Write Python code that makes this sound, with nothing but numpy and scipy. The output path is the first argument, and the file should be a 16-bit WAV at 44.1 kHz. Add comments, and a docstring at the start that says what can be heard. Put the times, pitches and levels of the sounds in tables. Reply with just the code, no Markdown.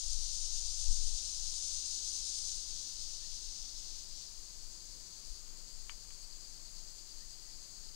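"""First a cicada close to the microphone, its tymbal clicks ringing its body; it slows, dulls and stops.
A second, farther off, stops about a second later, leaving a distant chorus with a throbbing lower part.
Shaped noise makes the gusts and the hush of the woods; steady sines make a faint electrical hum.
A distant bird's gliding sines slur faintly; a twig's short ring and crack snap once, then twice fainter.
One microphone feeds the left channel only; the right carries just preamplifier hiss."""
import sys
import numpy as np
from scipy import signal
from scipy.fft import rfft, irfft, next_fast_len
from scipy.io import wavfile
from scipy.ndimage import map_coordinates

SR = 44100
rng = np.random.default_rng(int(sys.argv[2]) if len(sys.argv) > 2 else 0)


def generate_wav(signal):
    """Clip the signal to [-1, 1] and save it as 16-bit WAV at the path in sys.argv[1]."""
    frames = np.transpose(np.atleast_2d(signal))
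    scaled = np.clip(frames, -1, 1) * 32767
    pcm = np.round(scaled).astype(np.int16)
    wavfile.write(sys.argv[1], SR, pcm)


N = 350595

# Near cicada's tymbal muscles, before a small drift: [t/s, click rate/Hz, unevenness/cycle]
TYMBAL_STROKES = [(0, 333, 0.18), (1.2, 331, .15), (1.7, 316, 0.27), (2.45, 289, 0.24), (2.8, 228, .05),
                  (3.5, 209, 0.023), (4.4, 182, 0.049)]
# Cicada body, closed and dark at both ends: [f/Hz, relative level per Hz/dB]
BODY_RESPONSE = [(1800, -42.5), (2500, -25.5), (3500, -12.5), (4000, -6.5), (5200, -2), (5600, -4),
                 (6050, 0.5), (6550, -1.9), (7500, -8.5), (9500, -14), (10400, -27.5), (12000, -35),
                 (15500, -43.5)]
# Pumping of the near cicada's abdomen: [t/s, pump rate/Hz]
ABDOMEN_PUMPING = [(0, 9.2), (.7, 7.9), (1.35, 10.2), (2.5, 9.3)]
# Brief falters as the near cicada runs down: [t/s, half width/s, level change/dB]
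SONG_FALTERS = [(3.24, .04, -1.5), (3.73, .025, -2), (4.08, 0.053, -6)]
# Outline of the far chorus, three voices standing out: [f/Hz, relative level per Hz/dB]
CHORUS_OUTLINE = [(1900, -44), (2800, -21), (3750, -15.5), (4350, -2), (4700, 1), (5000, -2), (5500, -7.5),
                  (6100, -6.3), (6650, -.5), (7100, -6), (7450, -4.6), (8600, -14.7), (9600, -14.5),
                  (10400, -26), (14000, -38)]
# Lower part of the far chorus: [t/s, relative level/dB, throb depth either way/dB]
CHORUS_THROB = [(4.2, -0.5, 0.2), (5.6, -1, 1.5), (7.9, 0, 1.3)]
# Air moving at the microphone: [f/Hz, relative level per Hz/dB]
RUMBLE_OUTLINE = [(5, -28), (11, -14), (20, 5), (33, -10), (46, -12.5), (70, -34), (140, -56), (400, -100)]
# Gusts at the microphone: [t/s, half width/s, rise/dB]
BREEZE_GUSTS = [(.13, 0.16, 11.5), (.62, 0.14, 9.5), (.9, 0.092, 15.5), (1.1, 0.1, 15), (1.38, 0.13, 7),
                (5.33, 0.036, 8.5)]
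# Distant background of the woods: [f/Hz, relative level per Hz/dB]
HUSH_OUTLINE = [(30, -8), (100, 0.5), (220, -4), (350, -4.5), (550, -8.5), (1000, -9), (1700, -13.5),
                (4000, -13), (12000, -53)]
# One soft swell of that background: [t/s, half width/s, rise/dB]
HUSH_SWELLS = [(5.55, 0.12, 2.5)]
# Electrical hum, before a slow unsteadiness: [f/Hz, rms level/dB]
HUM_TONES = [(90.5, -75), (181, -81), (240, -82), (331, -83)]
# Distant bird's slurs: [t/s, length/s, start f/Hz, end f/Hz, direct peak level/dB]
BIRD_SLURS = [(3.205, 0.073, 1700, 1960, -66), (7.2, 0.058, 1660, 2090, -65), (7.413, .13, 2000, 1900, -71)]
# Twig snaps: [t/s, gain of the break/dB]
TWIG_SNAPS = [(5.8959, -36.5), (6.106, -52.5), (6.652, -64)]
# Ringing modes of the dry wood: [f/Hz, relative level/dB, time to fall 60 dB/s]
TWIG_MODES = [(990, -9, 0.013), (1260, -3.5, 0.01), (1840, -3, 0.0062), (2300, -3, .009), (2940, 0, 0.004),
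              (3670, -20, 0.0054)]
# The snap as dulled by the leaf litter: [f/Hz, relative level per Hz/dB]
LITTER_RESPONSE = [(300, -35), (650, -13), (1000, 0), (3500, 7.5), (5000, -13), (12000, -32)]

# Near cicada: full song until it tires, a step down, a steady sag and a quick release
SONG_DB, TIRES_S, STOPS_S = -37.5, 2.56, 4.23
STEP_DB, STEP_S, SAG_DB_PER_S, RELEASE_DB_PER_S = 2.5, 0.033, 3, 88
# Its treble lift at full effort, and extra treble lost per dB of lost effort
BRIGHT_DB, DULLING = 0.4, 0.96
# Second cicada, farther off; its click rate drifts about the given one
NEIGHBOUR_DB, NEIGHBOUR_STOPS_S, NEIGHBOUR_RATE_HZ = -54.5, 5.33, 310
# Far chorus: starting level and slow ebb
CHORUS_DB, CHORUS_EBB_DB_PER_S = -48.5, 0.0631
# Air at the microphone: starting level without gusts, and how fast it calms
RUMBLE_DB, CALMING_DB_PER_S = -44, .7
HUSH_DB = -63.5  # the woods' background, before its swell and drift
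HISS_DB, TOP_HZ = -65.5, 15750  # preamplifier hiss before the band limit, and that limit


def amp(db):
    """Decibels to gain."""
    return 10 ** (np.asarray(db) / 20)


def unit(x):
    """Scale to rms 1."""
    return x / np.sqrt(np.mean(x ** 2) + 1e-20)


def since(s):
    """Seconds gone by since a moment, zero before it."""
    return np.maximum(np.arange(N) / SR - s, 0)


def bumps(rows):
    """Sum of bell-shaped rises or dips in dB, one for each row of time, half width and height."""
    t = np.arange(N) / SR
    return sum(db * np.exp(-((t - s) / width) ** 2) for s, width, db in rows)


def curves(rows):
    """One value per sample for each column after the time."""
    s, *columns = np.transpose(rows)
    return [np.interp(np.arange(N) / SR, s, column) for column in columns]


def wobble(rate):
    """A smooth random curve with the given number of knots a second."""
    knots = rng.standard_normal(int(N * rate / SR) + 4)
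    return map_coordinates(knots, [np.arange(N) * rate / SR])


def coloured(x, points):
    """Pass x through a causal minimum-phase filter with the given (Hz, dB) outline."""
    m = 2 * next_fast_len(N // 2 + SR // 2)
    hz, db = np.transpose(points)
    outline = np.interp(np.log(np.fft.rfftfreq(m, 1 / SR) + 1), np.log(hz), db)
    # folding the cepstrum onto positive time makes the filter causal
    cepstrum = irfft(np.log(amp(outline)), m)
    cepstrum[1:m // 2] *= 2
    cepstrum[m // 2 + 1:] = 0
    response = np.exp(rfft(cepstrum))
    return irfft(rfft(x, m) * response, m)[:N]


def split(x, hz, order):
    """The parts of x below and above a frequency."""
    m = next_fast_len(N + SR // 2)
    lowpass = 1 / (1 + (np.fft.rfftfreq(m, 1 / SR) / hz) ** order)
    low = irfft(rfft(x, m) * lowpass, m)[..., :N]
    return low, x - low


def trees(x, t60, wet_db):
    """Direct sound plus its dense scatter from trunks and leaves, as decaying noise."""
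    t = np.arange(SR // 2) / SR
    tail = rng.standard_normal(len(t)) * np.exp(-np.log(1000) * t / t60)
    scatter = signal.fftconvolve(x, tail / np.linalg.norm(tail))[:N]
    return x + amp(wet_db) * scatter


def clicks(rate, jitter, scatter_db):
    """One click per tymbal stroke, uneven in time (share of a cycle) and size."""
    cycles = np.cumsum(rate) / SR
    chance = rng.standard_normal((4096, 2))[:int(cycles[-1])]
    stroke = np.arange(len(chance))
    slip = np.interp(stroke, cycles, jitter * np.ones(N)) * chance[:, 0]
    samples = np.searchsorted(cycles, stroke + slip)
    return np.bincount(samples, amp(scatter_db * chance[:, 1]), N + 1)[:N]


def near_cicada():
    """Tymbal clicks ring the body; the song trembles, then slows to an even rattle, dulls and stops."""
    tired = since(TIRES_S)
    step_db = STEP_DB * np.minimum(tired / STEP_S, 1)
    effort_db = bumps(SONG_FALTERS) - step_db - SAG_DB_PER_S * tired
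    level_db = SONG_DB + effort_db - RELEASE_DB_PER_S * since(STOPS_S)
    lift_db = BRIGHT_DB + DULLING * effort_db
    rate, uneven = curves(TYMBAL_STROKES)
    rate = rate * (1 + .012 * wobble(9))
    # each stroke buckles the tymbal once strongly, while its ribs crackle in between
    strokes = unit(clicks(rate, jitter=uneven, scatter_db=2.0) / np.sqrt(rate))
    ribs = unit(clicks(rate, jitter=.4, scatter_db=4.0) / np.sqrt(rate))
    # the more even the strokes, the more the fine crackle bunches at the click rate
    bunch_depth_db = 3 * np.exp(-(uneven / .14) ** 2)
    bunching_db = bunch_depth_db * np.cos(2 * np.pi * np.cumsum(rate) / SR)
    crackle = amp(bunching_db) * rng.standard_normal(N)
    scattered = unit(trees(strokes + amp(-2.5) * ribs, t60=0.22, wet_db=2.5))
    buzz = scattered + amp(-2.5) * crackle
    low, high = split(unit(coloured(buzz, BODY_RESPONSE)), hz=6300, order=12)
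    # the abdomen pumps unevenly, which shakes the treble most
    pump_rate, = curves(ABDOMEN_PUMPING)
    tremor = np.cos(2 * np.pi * np.cumsum(pump_rate) / SR) + 0.35 * wobble(27.9)
    treble_db = lift_db + 1.2 * tremor + .7 * wobble(14)
    return amp(level_db) * (low * amp(.7 * tremor) + high * amp(treble_db))


def neighbour_cicada():
    """The same kind of body, at a near-steady click rate, blurred by distance until its quick release."""
    rate = NEIGHBOUR_RATE_HZ * (1 + .03 * wobble(5))
    strokes = clicks(rate, jitter=.2, scatter_db=1.5)
    buzz = unit(coloured(trees(strokes, t60=0.38, wet_db=6), BODY_RESPONSE))
    return amp(NEIGHBOUR_DB - RELEASE_DB_PER_S * since(NEIGHBOUR_STOPS_S)) * buzz


def far_cicadas(count=4):
    """Several buzzes blur among the trees; their lower part rasps and throbs about nine times a second."""
    voices = np.zeros(N)
    for rate in np.linspace(285, 355, count):
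        strokes = clicks(rate * (1 + .04 * wobble(5)), jitter=.12, scatter_db=2.5)
        voices += trees(strokes, t60=0.24, wet_db=5.5)
    blur = unit(voices) + amp(-4) * rng.standard_normal(N)
    low, high = split(unit(coloured(blur, CHORUS_OUTLINE)), hz=5570, order=24)
    voice_db, depth_db = curves(CHORUS_THROB)
    throb_db = depth_db * np.cos(2 * np.pi * (9.25 * np.arange(N) / SR + .33))
    # tymbal strokes still show in the lower part as a fast rasp
    rasp_cycles = np.cumsum(320 + 35 * wobble(30)) / SR
    rasp_db = 0.91 * depth_db * np.sin(2 * np.pi * rasp_cycles)
    low = low * amp(voice_db + throb_db + rasp_db + .3 * wobble(20))
    high = high * amp(0.26 * throb_db + 0.42 * wobble(22))
    return amp(CHORUS_DB - CHORUS_EBB_DB_PER_S * since(0)) * (low + high)


def air():
    """A dying breeze buffets the microphone in a few gusts, over the soft hush of the woods."""
    breeze_db = RUMBLE_DB - CALMING_DB_PER_S * since(0) + bumps(BREEZE_GUSTS)
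    rumble = amp(breeze_db) * unit(coloured(rng.standard_normal(N), RUMBLE_OUTLINE))
    hush_db = HUSH_DB + bumps(HUSH_SWELLS) + 0.42 * wobble(2.9)
    hush = amp(hush_db) * unit(coloured(rng.standard_normal(N), HUSH_OUTLINE))
    return rumble + hush


def hum():
    """A few faint electrical tones, slightly unsteady in level and phase."""
    t = np.arange(N) / SR
    tones = np.zeros(N)
    for hz, db in HUM_TONES:
        peak = np.sqrt(2) * amp(db + wobble(0.71))
        tones += peak * np.sin(2 * np.pi * hz * t + 0.55 * wobble(1.72))
    return tones


def bird():
    """Soft whistles from far off, each gliding in pitch under a half-sine swell."""
    song = np.zeros(N)
    for s, length, start_hz, end_hz, db in BIRD_SLURS:
        n = round(length * SR)
        phase = 2 * np.pi * np.cumsum(np.linspace(start_hz, end_hz, n)) / SR
        swell = np.sin(np.linspace(0, np.pi, n))
        song[round(s * SR):][:n] += amp(db) * swell * np.sin(phase)
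    return trees(song, t60=.3, wet_db=-10)


def twig():
    """Dry wood breaks with a noise crack and a very short ring of decaying modes."""
    t = np.arange(SR // 10) / SR
    ring = np.zeros(len(t))
    for hz, db, t60 in TWIG_MODES:
        ring += amp(db) * np.sin(2 * np.pi * hz * t) * np.exp(-np.log(1000) * t / t60)
    crack = .9 * rng.standard_normal(len(t)) * np.exp(-t / .001)
    breaks = np.zeros(N)
    for s, db in TWIG_SNAPS:
        breaks[round(s * SR)] = amp(db)
    snaps = coloured(signal.fftconvolve(breaks, ring + crack)[:N], LITTER_RESPONSE)
    return trees(snaps, t60=.16, wet_db=-8)


def scene():
    """The one microphone hears the whole woods and feeds the left channel alone."""
    cicadas = near_cicada() + neighbour_cicada() + far_cicadas()
    woods = cicadas + air() + hum() + bird() + twig()
    return np.array([woods, np.zeros(N)])


def record(dry):
    """Both preamplifiers add their own hiss, and a steep filter cuts all above the band limit."""
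    hiss = amp(HISS_DB) * rng.standard_normal((2, N))
    below, _ = split(dry + hiss, TOP_HZ, order=400)
    return below


dry = scene()
out = record(dry)
generate_wav(out)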